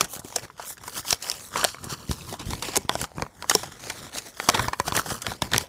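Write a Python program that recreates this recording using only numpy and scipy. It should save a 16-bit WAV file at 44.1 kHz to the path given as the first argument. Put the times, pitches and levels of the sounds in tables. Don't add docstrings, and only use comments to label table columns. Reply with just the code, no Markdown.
import sys
import numpy as np
from scipy import signal
from scipy.io import wavfile

SR = 44100
rng = np.random.default_rng(int(sys.argv[2]) if len(sys.argv) > 2 else 0)


def dump(signal):
    limited = np.clip(np.atleast_2d(signal).T, -1, 1)
    pcm = np.round(limited * 32767).astype(np.int16)
    wavfile.write(sys.argv[1], SR, pcm)


N = 250488
TIME = np.arange(N) / SR


def from_db(db):
    return 10 ** (np.asarray(db) / 20)


def rms_one(x):
    return x / np.sqrt(np.mean(x ** 2) + 1e-20)


def in_time(rows):
    s, *columns = np.transpose(rows)
    return [np.interp(TIME, s, column) for column in columns]


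def add(track, s, sound):
    start = int(np.clip(round(s * SR), 0, N - 1))
    track[start:start + len(sound)] += sound[:N - start]


def butter(x, hz, kind, order=2):
    sections = signal.butter(order, np.clip(hz, 10, .45 * SR), kind, fs=SR, output="sos")
    return signal.sosfilt(sections, x)


def mode_filter(hz, width_hz):
    r = np.exp(-np.pi * width_hz / SR)
    zeros = np.array([1, 0, -1]) * (1 - r * r) / 2
    poles = [1, -2 * r * np.cos(2 * np.pi * hz / SR), r * r]
    return zeros, poles


def resonance(x, hz, width_hz):
    zeros, poles = mode_filter(hz, width_hz)
    return signal.lfilter(zeros, poles, x)


def moving_resonance(x, hz, quality, size=512):
    out, state = np.zeros(N), np.zeros(2)
    for i in range(0, N, size):
        zeros, poles = mode_filter(hz[i], hz[i] / quality)
        out[i:i + size], state = signal.lfilter(zeros, poles, x[i:i + size], zi=state)
    return out


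def bounce(x, lag_s, share):
    i = np.arange(len(x))
    delayed = np.clip(i - np.round(lag_s * SR).astype(int), 0, len(x) - 1)
    return x + share * x[delayed]


def drift(rate_hz):
    r = np.exp(-80 * np.pi * rate_hz / SR)
    noise = rng.standard_normal(N // 40 + 2002)
    slow = signal.lfilter([1], [1, -2 * r, r * r], noise)[2000:]
    return np.interp(np.arange(N) / 40, np.arange(len(slow)), rms_one(slow))


def coloured(sources, spectrum, patchy_db, tilt_db=0):
    points_hz, points_db = np.transpose(spectrum)
    edges = 22 * 2 ** np.arange(0, 9.6, .5)
    out = np.zeros(N)
    for k, (low, high) in enumerate(zip(edges, edges[1:])):
        if high > points_hz[0] and low < points_hz[-1]:
            hz = np.sqrt(low * high)
            level_db = np.interp(np.log(hz), np.log(points_hz), points_db)
            level_db = level_db + tilt_db * np.log2(hz / 6000)
            band = butter(sources[k % 2], [low, high], "band")
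            out += from_db(level_db + patchy_db * drift(7.8)) * band
    return rms_one(out)


# frequency in Hz, relative density in dB per Hz.
ROOM_TONE_SPECTRUM = [(25, -8), (60, 66), (150, 13), (400, -17), (1000, -14), (2500, -71), (6000, -73),
                      (15000, -29)]
ROOM_TONE_DB = -61.5


def room_tone():
    noise = rng.standard_normal((2, N))
    return from_db(ROOM_TONE_DB) * coloured(noise, ROOM_TONE_SPECTRUM, patchy_db=0)


ROOM_T60_S, ROOM_DB, WALL_CUT_HZ = 0.23, -22.5, 6200


def room(x):
    out = np.zeros(N)
    lags = (rng.uniform(.009, .04, 10) * SR).astype(int)
    for k, lag in enumerate(lags):
        loop, gain = x.copy(), from_db(-60 * lag / SR / ROOM_T60_S)
        for i in range(lag, N, lag):
            loop[i:i + lag] += gain * loop[i - lag:i][:N - i]
        out += (loop - x) * (-1) ** k
    for lag in (53, 127, 211):
        taps = np.r_[.65, np.zeros(lag - 1), 1]
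        out = signal.lfilter(taps, taps[::-1], out)
    return butter(out, WALL_CUT_HZ, "low", order=1) / np.sqrt(10)


# frequency in Hz, width in Hz, added share as a gain.
CORNER_MODES = [(422, 27, 0.13), (990, 54, 0.36), (2230, 8.5, 0.49)]


def corner(paper):
    return paper + sum(share * resonance(paper, hz, width_hz) for hz, width_hz, share in CORNER_MODES)


# fastest moment in seconds, swell in seconds, fade in seconds, hiss drive in dB,
# flexing drive in dB, stirred air drive in dB, brightness of the hiss in dB per octave.
HAND_STROKES = [(0.028, 0.12, 0.03, -38.5, -35, -38, 0), (0.141, 0.041, 0.031, -38, -43, -63, 7),
                (0.28, 0.044, 0.076, -45, -48.5, -63, 3), (0.371, 0.03, 0.035, -37.5, -38.5, -53, 0),
                (0.437, 0.019, 0.018, -40.5, -39, -40, -1), (0.63, 0.045, 0.024, -42, -41, -61, -3),
                (0.699, 0.053, 0.037, -37.5, -46, -65, 7.5), (0.815, 0.013, .035, -53, -54, -51, 6),
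                (0.886, 0.036, 0.028, -41, -44.5, -52, 5.5), (0.979, 0.041, 0.029, -31, -36.5, -47, 3.5),
                (1.119, 0.053, 0.031, -28, -36.5, -52, 1.5), (1.274, 0.07, 0.13, -37, -43.5, -60, 0.5),
                (1.42, .04, .11, -42.5, -49.5, -53.5, 5), (1.577, 0.039, 0.064, -32.5, -33, -41.5, -3),
                (1.661, 0.094, 0.067, -34, -56, -48.5, -2.5), (1.86, 0.074, .025, -44, -46.5, -42.5, 2),
                (1.912, 0.025, 0.042, -33.5, -38.5, -42, -1.5), (2.02, 0.064, .06, -46.5, -48, -48, 0.5),
                (2.125, 0.047, 0.039, -39.5, -56, -39, 0.5), (2.21, 0.053, 0.091, -44, -52, -43, 0.5),
                (2.305, .04, 0.048, -37.5, -41, -42, 1), (2.414, 0.025, 0.038, -43, -45, -39, -6),
                (2.514, 0.059, 0.095, -37, -49, -36, 0), (2.64, 0.015, 0.084, -34, -41.5, -41, -3.5),
                (2.76, 0.038, 0.02, -33.5, -34.5, -53, -4.5), (2.81, .03, 0.067, -53, -51, -50, -2),
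                (2.925, 0.021, .045, -40, -43, -41, -2), (3.015, 0.042, 0.035, -34.5, -37.5, -40.5, 0),
                (3.189, 0.032, 0.074, -49, -43, -38, 2), (3.45, 0.091, 0.044, -50.5, -46.5, -51, 3),
                (3.521, .035, 0.094, -33, -44, -44.5, -1), (3.641, 0.038, 0.11, -44, -45, -46, -2.5),
                (3.866, 0.072, 0.095, -39, -44, -48, -2), (4.015, 0.092, 0.079, -41, -42, -45, -1),
                (4.174, 0.038, 0.029, -32, -38, -49, -1), (4.275, 0.057, 0.033, -40, -42.5, -55, -1),
                (4.45, 0.076, 0.12, -38, -39.5, -54, 1), (4.56, 0.06, 0.063, -34, -28, -39, -1),
                (4.61, 0.029, 0.084, -35.5, -30.5, -35.5, 1), (4.8, .06, .05, -49, -59, -56, 6),
                (4.883, 0.031, 0.025, -34.5, -33, -36, 1), (4.98, 0.041, 0.033, -28.5, -28.5, -37, 2.5),
                (5.116, 0.061, 0.061, -34.5, -36.5, -40, 2), (5.292, 0.055, 0.065, -38.5, -39, -41, -0.5),
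                (5.429, 0.015, 0.062, -40.5, -41, -37, 1), (5.55, 0.026, 0.027, -31, -28, -27, -3),
                (5.602, 0.014, 0.044, -37.5, -37, -40, 0.5)]
STROKE_SHAPE = 1.94
HOLD_HISS_DB, HOLD_FLEX_DB, HOLD_AIR_DB = -59.5, -55, -59.5


def handling():
    power = from_db([[HOLD_HISS_DB], [HOLD_FLEX_DB], [HOLD_AIR_DB]]) ** 2 * np.ones(N)
    brightness = np.zeros(N)
    for s, swell_s, fade_s, hiss_db, flex_db, air_db, tilt_db in HAND_STROKES:
        away = np.abs(TIME - s) / np.where(TIME < s, swell_s, fade_s)
        effort = np.exp(-np.minimum(away, 4) ** STROKE_SHAPE)
        stroke = (from_db([[hiss_db], [flex_db], [air_db]]) * effort) ** 2
        power += stroke
        brightness += tilt_db * stroke[0]
    hiss_db, flex_db, air_db = 10 * np.log10(power)
    return hiss_db, flex_db, air_db, brightness / power[0]


# frequency in Hz, relative density in dB per Hz.
AIR_SPECTRUM = [(25, -33), (40, 7.5), (60, -1), (110, 4), (180, 0), (280, -6), (450, -11.5), (800, -20)]


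def stirred_air(air_db):
    noise = rng.standard_normal((2, N))
    return from_db(air_db + 1.0) * coloured(noise, AIR_SPECTRUM, patchy_db=1.5)


# start in seconds, nominal level in dB before the low-pass, swing frequency in Hz.
SHEET_FLAPS = [(0.164, -32.5, 160), (0.193, -32, 140), (0.247, -32, 190), (0.995, -34, 100),
               (1.128, -27, 90), (1.872, -30, 130), (1.926, -24, 170), (2.095, -17.5, 76),
               (2.11, -17.5, 90), (2.465, -24.5, 50), (2.489, -23.5, 60), (2.507, -28, 260),
               (2.53, -28, 60), (2.779, -32, 80), (2.85, -27.5, 101), (2.954, -28, 90), (3.027, -26.5, 100),
               (3.182, -23, 115), (3.226, -21, 125), (4.487, -17, 200), (4.545, -23.5, 110),
               (4.597, -25, 85), (4.648, -31, 60), (4.68, -24.5, 81.5), (4.804, -26, 100),
               (4.922, -23, 101), (5.12, -24, 110), (5.282, -24.5, 115), (5.424, -17, 171),
               (5.56, -20, 280)]


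def flaps(push_cycles=0.12, ring_cycles=0.48, swing_share=0.62):
    out, t = np.zeros(N), np.arange(int(.08 * SR)) / SR
    for s, level_db, swing_hz in SHEET_FLAPS:
        cycles = swing_hz * t
        pushed = cycles / push_cycles
        push = np.e * pushed * (2 - pushed) * np.exp(-pushed)
        swing = swing_share * np.sin(2 * np.pi * cycles) * np.exp(-cycles / ring_cycles)
        add(out, s, -from_db(level_db) * (push + swing))
    return butter(out + 1e-18, 540, "low")


def friction(per_s, smooth):
    born = rng.random(N) < per_s / SR
    return [rms_one(born * rng.standard_normal(N)) + smooth * rng.standard_normal(N) for _ in range(2)]


def crinkles(per_s, low_hz, high_hz, width, count=14):
    at = rng.integers(0, N, int(per_s * N / SR))
    sizes = from_db(4 * np.minimum(rng.exponential(1, len(at)), 3))
    out = np.zeros(N)
    for hz in np.geomspace(low_hz, high_hz, count):
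        clicks = np.full(N, 1e-18)
        heard = rng.random(len(at)) < .4
        clicks[at] = sizes * rng.standard_normal(len(at)) * heard
        out += resonance(clicks, hz, width * hz) / np.sqrt(hz)
    return rms_one(out)


# frequency in Hz, relative density in dB per Hz.
HISS_SPECTRUM = [(900, -2.5), (1600, -3.5), (2400, -3), (3600, 1), (5400, 0.5), (7500, 2.5), (9500, -1),
                 (12000, -4.5), (15500, -5.5)]
# frequency in Hz, relative density in dB per Hz.
FLEX_SPECTRUM = [(180, -7.5), (330, 3), (520, -0.5), (750, 3), (1050, 5.5), (1500, -0.5), (2100, -11.5),
                 (3500, -21)]
# time in seconds, frequency in Hz.
GAP_RESONANCE = [(0.0, 5400), (0.14, 6600), (0.55, 5530), (0.69, 7040), (0.9, 4960), (1.3, 5500),
                 (1.45, 8450), (1.65, 4494), (2.18, 4900), (2.42, 2720), (2.7, 2450), (3.0, 7300),
                 (3.55, 6450), (3.85, 6000), (4.08, 3400), (4.35, 5800), (4.58, 3180), (4.95, 5400),
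                 (5.6, 4000)]
# time in seconds, main resonance of the flexing sheet in Hz.
SHEET_RESONANCE = [(0.0, 1520), (0.9, 1390), (1.6, 1130), (2.7, 930), (4.2, 680), (5.6, 524)]
PUCKER_WIDTH = .14


def sliding(hiss_db, flex_db, tilt_db, gap_gain=0.49, gap_quality=3.4, tick_db=-6, pucker_db=-2):
    (gap_hz,), (sheet_hz,) = in_time(GAP_RESONANCE), in_time(SHEET_RESONANCE)
    speed = from_db(.5 * (hiss_db + 40))
    hiss = coloured(friction(2200 * speed, smooth=0.99), HISS_SPECTRUM, patchy_db=1.2, tilt_db=tilt_db)
    hiss = hiss + from_db(tick_db) * crinkles(160, 1755, 9660, width=0.048)
    hiss = hiss + gap_gain * moving_resonance(hiss, np.clip(gap_hz, 1000, 12000), gap_quality)
    flex = coloured(friction(350 * speed, smooth=0.92), FLEX_SPECTRUM, patchy_db=2.5)
    flex = flex + from_db(pucker_db) * crinkles(60, 490, 1630, PUCKER_WIDTH)
    flex = flex + 0.5 * moving_resonance(flex, sheet_hz, quality=6.7)
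    lag_s = 0.00065 * np.exp(0.34 * drift(1.2))
    hiss, flex = [rms_one(bounce(layer, lag_s, share=0.44)) for layer in (hiss, flex)]
    stick_slip_db = 1.6 * drift(45)
    return from_db(stick_slip_db - 1.5) * (from_db(hiss_db) * hiss + from_db(flex_db) * flex)


def burst(t, decay_s, rise_share, grain_db):
    envelope = (1 - np.exp(-t / (rise_share * decay_s))) * np.exp(-t / decay_s)
    return envelope * rng.choice([-1, 1], len(t)) * from_db(grain_db * rng.standard_normal(len(t)))


def straining(crack_hz, lead_db=-17, lead_s=0.0032):
    t = np.arange(int(.008 * SR)) / SR
    fibres = rng.standard_normal(len(t)) * from_db(5.0 * rng.standard_normal(len(t)))
    ticks = rms_one(resonance(fibres, crack_hz, .8 * crack_hz))
    return from_db(lead_db) * np.exp(-t[::-1] / lead_s) * ticks


def overtones(kick, panel_hz, width=0.059, count=4):
    modes_hz = panel_hz * 2 ** rng.uniform(-1.3, 1.4, count)
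    return rms_one(sum((-1) ** k * rms_one(resonance(kick, hz, width * hz)) for k, hz in enumerate(modes_hz)))


SMALL_SNAPS_PER_S, SMALL_DECAY_S = 20, .0013
SMALL_CRACK_DB, SMALL_CRACK_HZ = -1.5, 4660
SMALL_POP_DB, SMALL_PANEL_HZ = -1, 1156


def small_snaps(hiss_db, flex_db, spread_db=-0.5, pitch_spread=0.29, decay_spread=0.55):
    count = int(SMALL_SNAPS_PER_S * N / SR)
    at = rng.integers(0, N, count)
    chances = np.clip(rng.standard_normal((count, 5)), -2, 2)
    rows = []
    for i, (slow, crack, sharp, pop, stiff) in zip(at, chances):
        decay_s = SMALL_DECAY_S * np.exp(decay_spread * slow)
        crack_db = hiss_db[i] + SMALL_CRACK_DB + spread_db * crack
        crack_hz = SMALL_CRACK_HZ * np.exp(pitch_spread * sharp)
        pop_db = flex_db[i] + SMALL_POP_DB + spread_db * pop
        panel_hz = SMALL_PANEL_HZ * np.exp(pitch_spread * stiff)
        rows.append((i / SR, decay_s, crack_db, crack_hz, pop_db, panel_hz))
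    return rows


# start in seconds, crackle decay in seconds (held to 0.3 ms or more), crack level in dB,
# crack centre in Hz, panel pop level in dB, panel pitch in Hz.
BUCKLING_CREASES = [(0.0085, 0.0028, -14, 4930, -16, 1284), (0.042, 0.0055, -29, 6900, -33, 1530),
                    (0.1927, 0.0054, -34.5, 7960, -41, 840), (0.2458, 0.0033, -42, 8040, -36, 389),
                    (0.3245, 0.0013, -43, 5300, -38.5, 910), (0.3585, 0.004, -20, 5950, -28, 740),
                    (0.3625, 0.002, -22, 6300, -26.5, 740), (0.4997, 0.0014, -71, 4400, -39, 980),
                    (0.5954, 0.003, -49, 3500, -29, 720), (0.778, 0.004, -45.5, 5030, -43.5, 1610),
                    (0.835, .0062, -41.5, 6100, -37.5, 1140), (0.8774, .0037, -33, 7050, -31.5, 970),
                    (1.0476, 0.0046, -44, 6600, -36, 975), (1.1067, 0.0016, -16.5, 5800, -33, 1690),
                    (1.127, .0018, -15, 3770, -21.5, 708), (1.223, 0.0061, -29, 6400, -41, 1610),
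                    (1.287, 0.0015, -33, 5600, -38, 1370), (1.2985, 0.00074, -20, 6430, -40, 1320),
                    (1.3153, 0.0011, -25, 5500, -57, 1200), (1.5575, 0.0012, -40, 3000, -20, 1060),
                    (1.6313, 0.002, -42, 4500, -22, 1280), (1.6422, 0.00027, -17, 6900, -17, 1730),
                    (1.647, 0.0013, -15.5, 3800, -16.5, 664), (1.7447, 0.0018, -52, 4700, -34.5, 1080),
                    (1.8402, 0.0052, -31.5, 8000, -34, 333), (2.1121, 0.0027, -27.5, 4970, -30, 1050),
                    (2.129, .0023, -37, 4960, -46, 990), (2.3251, 0.00297, -36, 6400, -28.5, 372),
                    (2.3405, 0.0012, -49, 5500, -31.5, 690), (2.3937, 0.0075, -33.5, 4000, -35, 300),
                    (2.5052, 0.0044, -31, 4800, -34.5, 870), (2.5332, 0.0012, -32.5, 3950, -27.5, 990),
                    (2.6232, 0.0052, -25, 3900, -28.5, 1020), (2.6835, 0.0047, -32, 3360, -27.5, 417),
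                    (2.757, 0.0016, -21, 5170, -28, 1010), (2.7664, .0014, -16, 7200, -22, 980),
                    (2.772, 0.0015, -16, 7600, -20.5, 398), (2.8941, 0.00095, -18.5, 3440, -16.5, 852),
                    (2.9536, 0.00071, -29.5, 4530, -21, 668), (3.0138, 0.0016, -24, 8000, -29, 1510),
                    (3.0401, 0.0035, -32, 4040, -27, 1270), (3.182, 0.0012, -50, 4700, -31.5, 1090),
                    (3.197, 0.0014, -45, 2800, -29.5, 750), (3.2222, 0.00053, -29, 4900, -21.5, 1050),
                    (3.264, 0.002, -62, 4500, -36, 940), (3.424, 0.00094, -33.5, 4700, -32.5, 1410),
                    (3.4423, 0.0017, -51, 4200, -31, 970), (3.4965, 0.0025, -12, 5960, -17.5, 1850),
                    (3.5121, 0.0025, -27, 3300, -16.5, 1320), (3.5505, .0014, -11.5, 5240, -14.5, 430),
                    (3.6314, 0.0042, -34, 6040, -28.5, 773), (3.8986, 0.0042, -27, 5140, -25.5, 1585),
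                    (4.1834, 0.0031, -26, 4900, -39, 1250), (4.4, 0.0007, -33, 3840, -21.5, 1560),
                    (4.4877, 0.00072, -16, 6600, -13, 994), (4.489, .0036, -13, 4550, -11.5, 1103),
                    (4.4989, 0.00059, -18, 5440, -24.5, 730), (4.5434, 0.0068, -19.5, 3100, -17.5, 875),
                    (4.5922, 0.0037, -25.5, 3700, -17.5, 1073), (4.5752, 0.00074, -35, 3500, -29, 1690),
                    (4.6453, 0.0032, -50, 4300, -34, 1140), (4.6827, 0.0017, -28.5, 3980, -20.5, 1010),
                    (4.7309, 0.0044, -32, 4000, -21, 1050), (4.799, .001, -24, 4420, -16.5, 997),
                    (4.879, 0.0026, -25.5, 4300, -21, 710), (4.9217, 0.0021, -28.5, 3440, -23, 1050),
                    (4.951, 0.0021, -29, 6000, -25, 1610), (4.966, 0.0013, -19.5, 6510, -40, 1530),
                    (4.9735, 0.0028, -50, 5100, -18.5, 1730), (5.059, 0.0043, -36.5, 6000, -30, 840),
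                    (5.101, 0.0081, -32, 5240, -27, 680), (5.218, 0.0069, -27.5, 6600, -36, 1320),
                    (5.2663, 0.0016, -25.5, 3930, -23.5, 1324), (5.3174, 0.0023, -39.5, 3750, -27.5, 730),
                    (5.4198, 0.0025, -20.5, 3740, -21, 930), (5.5165, .0018, -31.5, 4240, -36, 1000),
                    (5.5339, 0.0016, -18.5, 3500, -18.5, 1820), (5.5437, 0.00082, -44, 3100, -16, 1710),
                    (5.5622, 0.00095, -24, 4530, -22, 2040), (5.5805, 0.00076, -14, 5900, -22, 1850)]


def snaps(lesser_creases, crack_width=0.67, panel_width=0.16, upper_db=-7, broad_db=-7, tail_db=-28,
          tail_s=0.012, main_break=4.88, flip=0.64, flip_s=0.00026):
    cracks, pops = np.full((2, N), 1e-18)
    t = np.arange(int(.04 * SR)) / SR
    to_level = np.sqrt(.005 * SR / len(t))
    for s, decay_s, crack_db, crack_hz, pop_db, panel_hz in list(BUCKLING_CREASES) + lesser_creases:
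        decay_s = max(decay_s, .0003)
        tail = from_db(tail_db) * np.exp(-t / tail_s) * rng.standard_normal(len(t))
        fractures = burst(t, decay_s, rise_share=0.14, grain_db=9.5) + tail
        fractures[int(.4 * decay_s * SR)] += main_break
        reflected = bounce(fractures, rng.uniform(.0004, .0013), share=0.42)
        crack = resonance(reflected, crack_hz, crack_width * crack_hz)
        pulse = rms_one(np.exp(-((t - .5 * decay_s) / flip_s) ** 2))
        one_go = flip * np.exp(-decay_s / 0.0045) * pulse
        kick = one_go + rms_one(burst(t, decay_s, rise_share=0.53, grain_db=5.5) + tail)
        panel = rms_one(resonance(kick, panel_hz, panel_width * panel_hz))
        panel -= from_db(upper_db) * rms_one(resonance(kick, 2.273 * panel_hz, 0.25 * panel_hz))
        panel += from_db(broad_db) * rms_one(resonance(kick, 460, 1130))
        panel += from_db(-6.0) * overtones(kick, panel_hz)
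        lead = straining(crack_hz)
        add(cracks, s - len(lead) / SR, from_db(crack_db) * lead)
        add(cracks, s, to_level * from_db(crack_db) * rms_one(crack))
        add(pops, s, to_level * from_db(pop_db) * rms_one(panel))
    return butter(cracks, [1000, 13800], "band") + butter(pops, [140, 3000], "band")


def scene():
    hiss_db, flex_db, air_db, tilt_db = handling()
    air = stirred_air(air_db) + flaps()
    paper = sliding(hiss_db, flex_db, tilt_db) + snaps(small_snaps(hiss_db, flex_db))
    paper = corner(paper)
    return (paper + from_db(ROOM_DB) * room(paper) + air + room_tone())[None]


# frequency in Hz, width in Hz, added share as a gain.
PORT_MODES = [(3270, 400, 0.24), (5540, 81, 0.59), (9230, 86, 0.078)]
CUTOFF_HZ = 15550


def record(dry):
    picked_up = dry + sum(share * resonance(dry, hz, width_hz) for hz, width_hz, share in PORT_MODES)
    rounded = 1.28 * np.tanh(butter(picked_up, 54, "high") / 1.294)
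    return signal.sosfilt(signal.ellip(10, .2, 75, CUTOFF_HZ, fs=SR, output="sos"), rounded)


dry = scene()
out = record(dry)
dump(out)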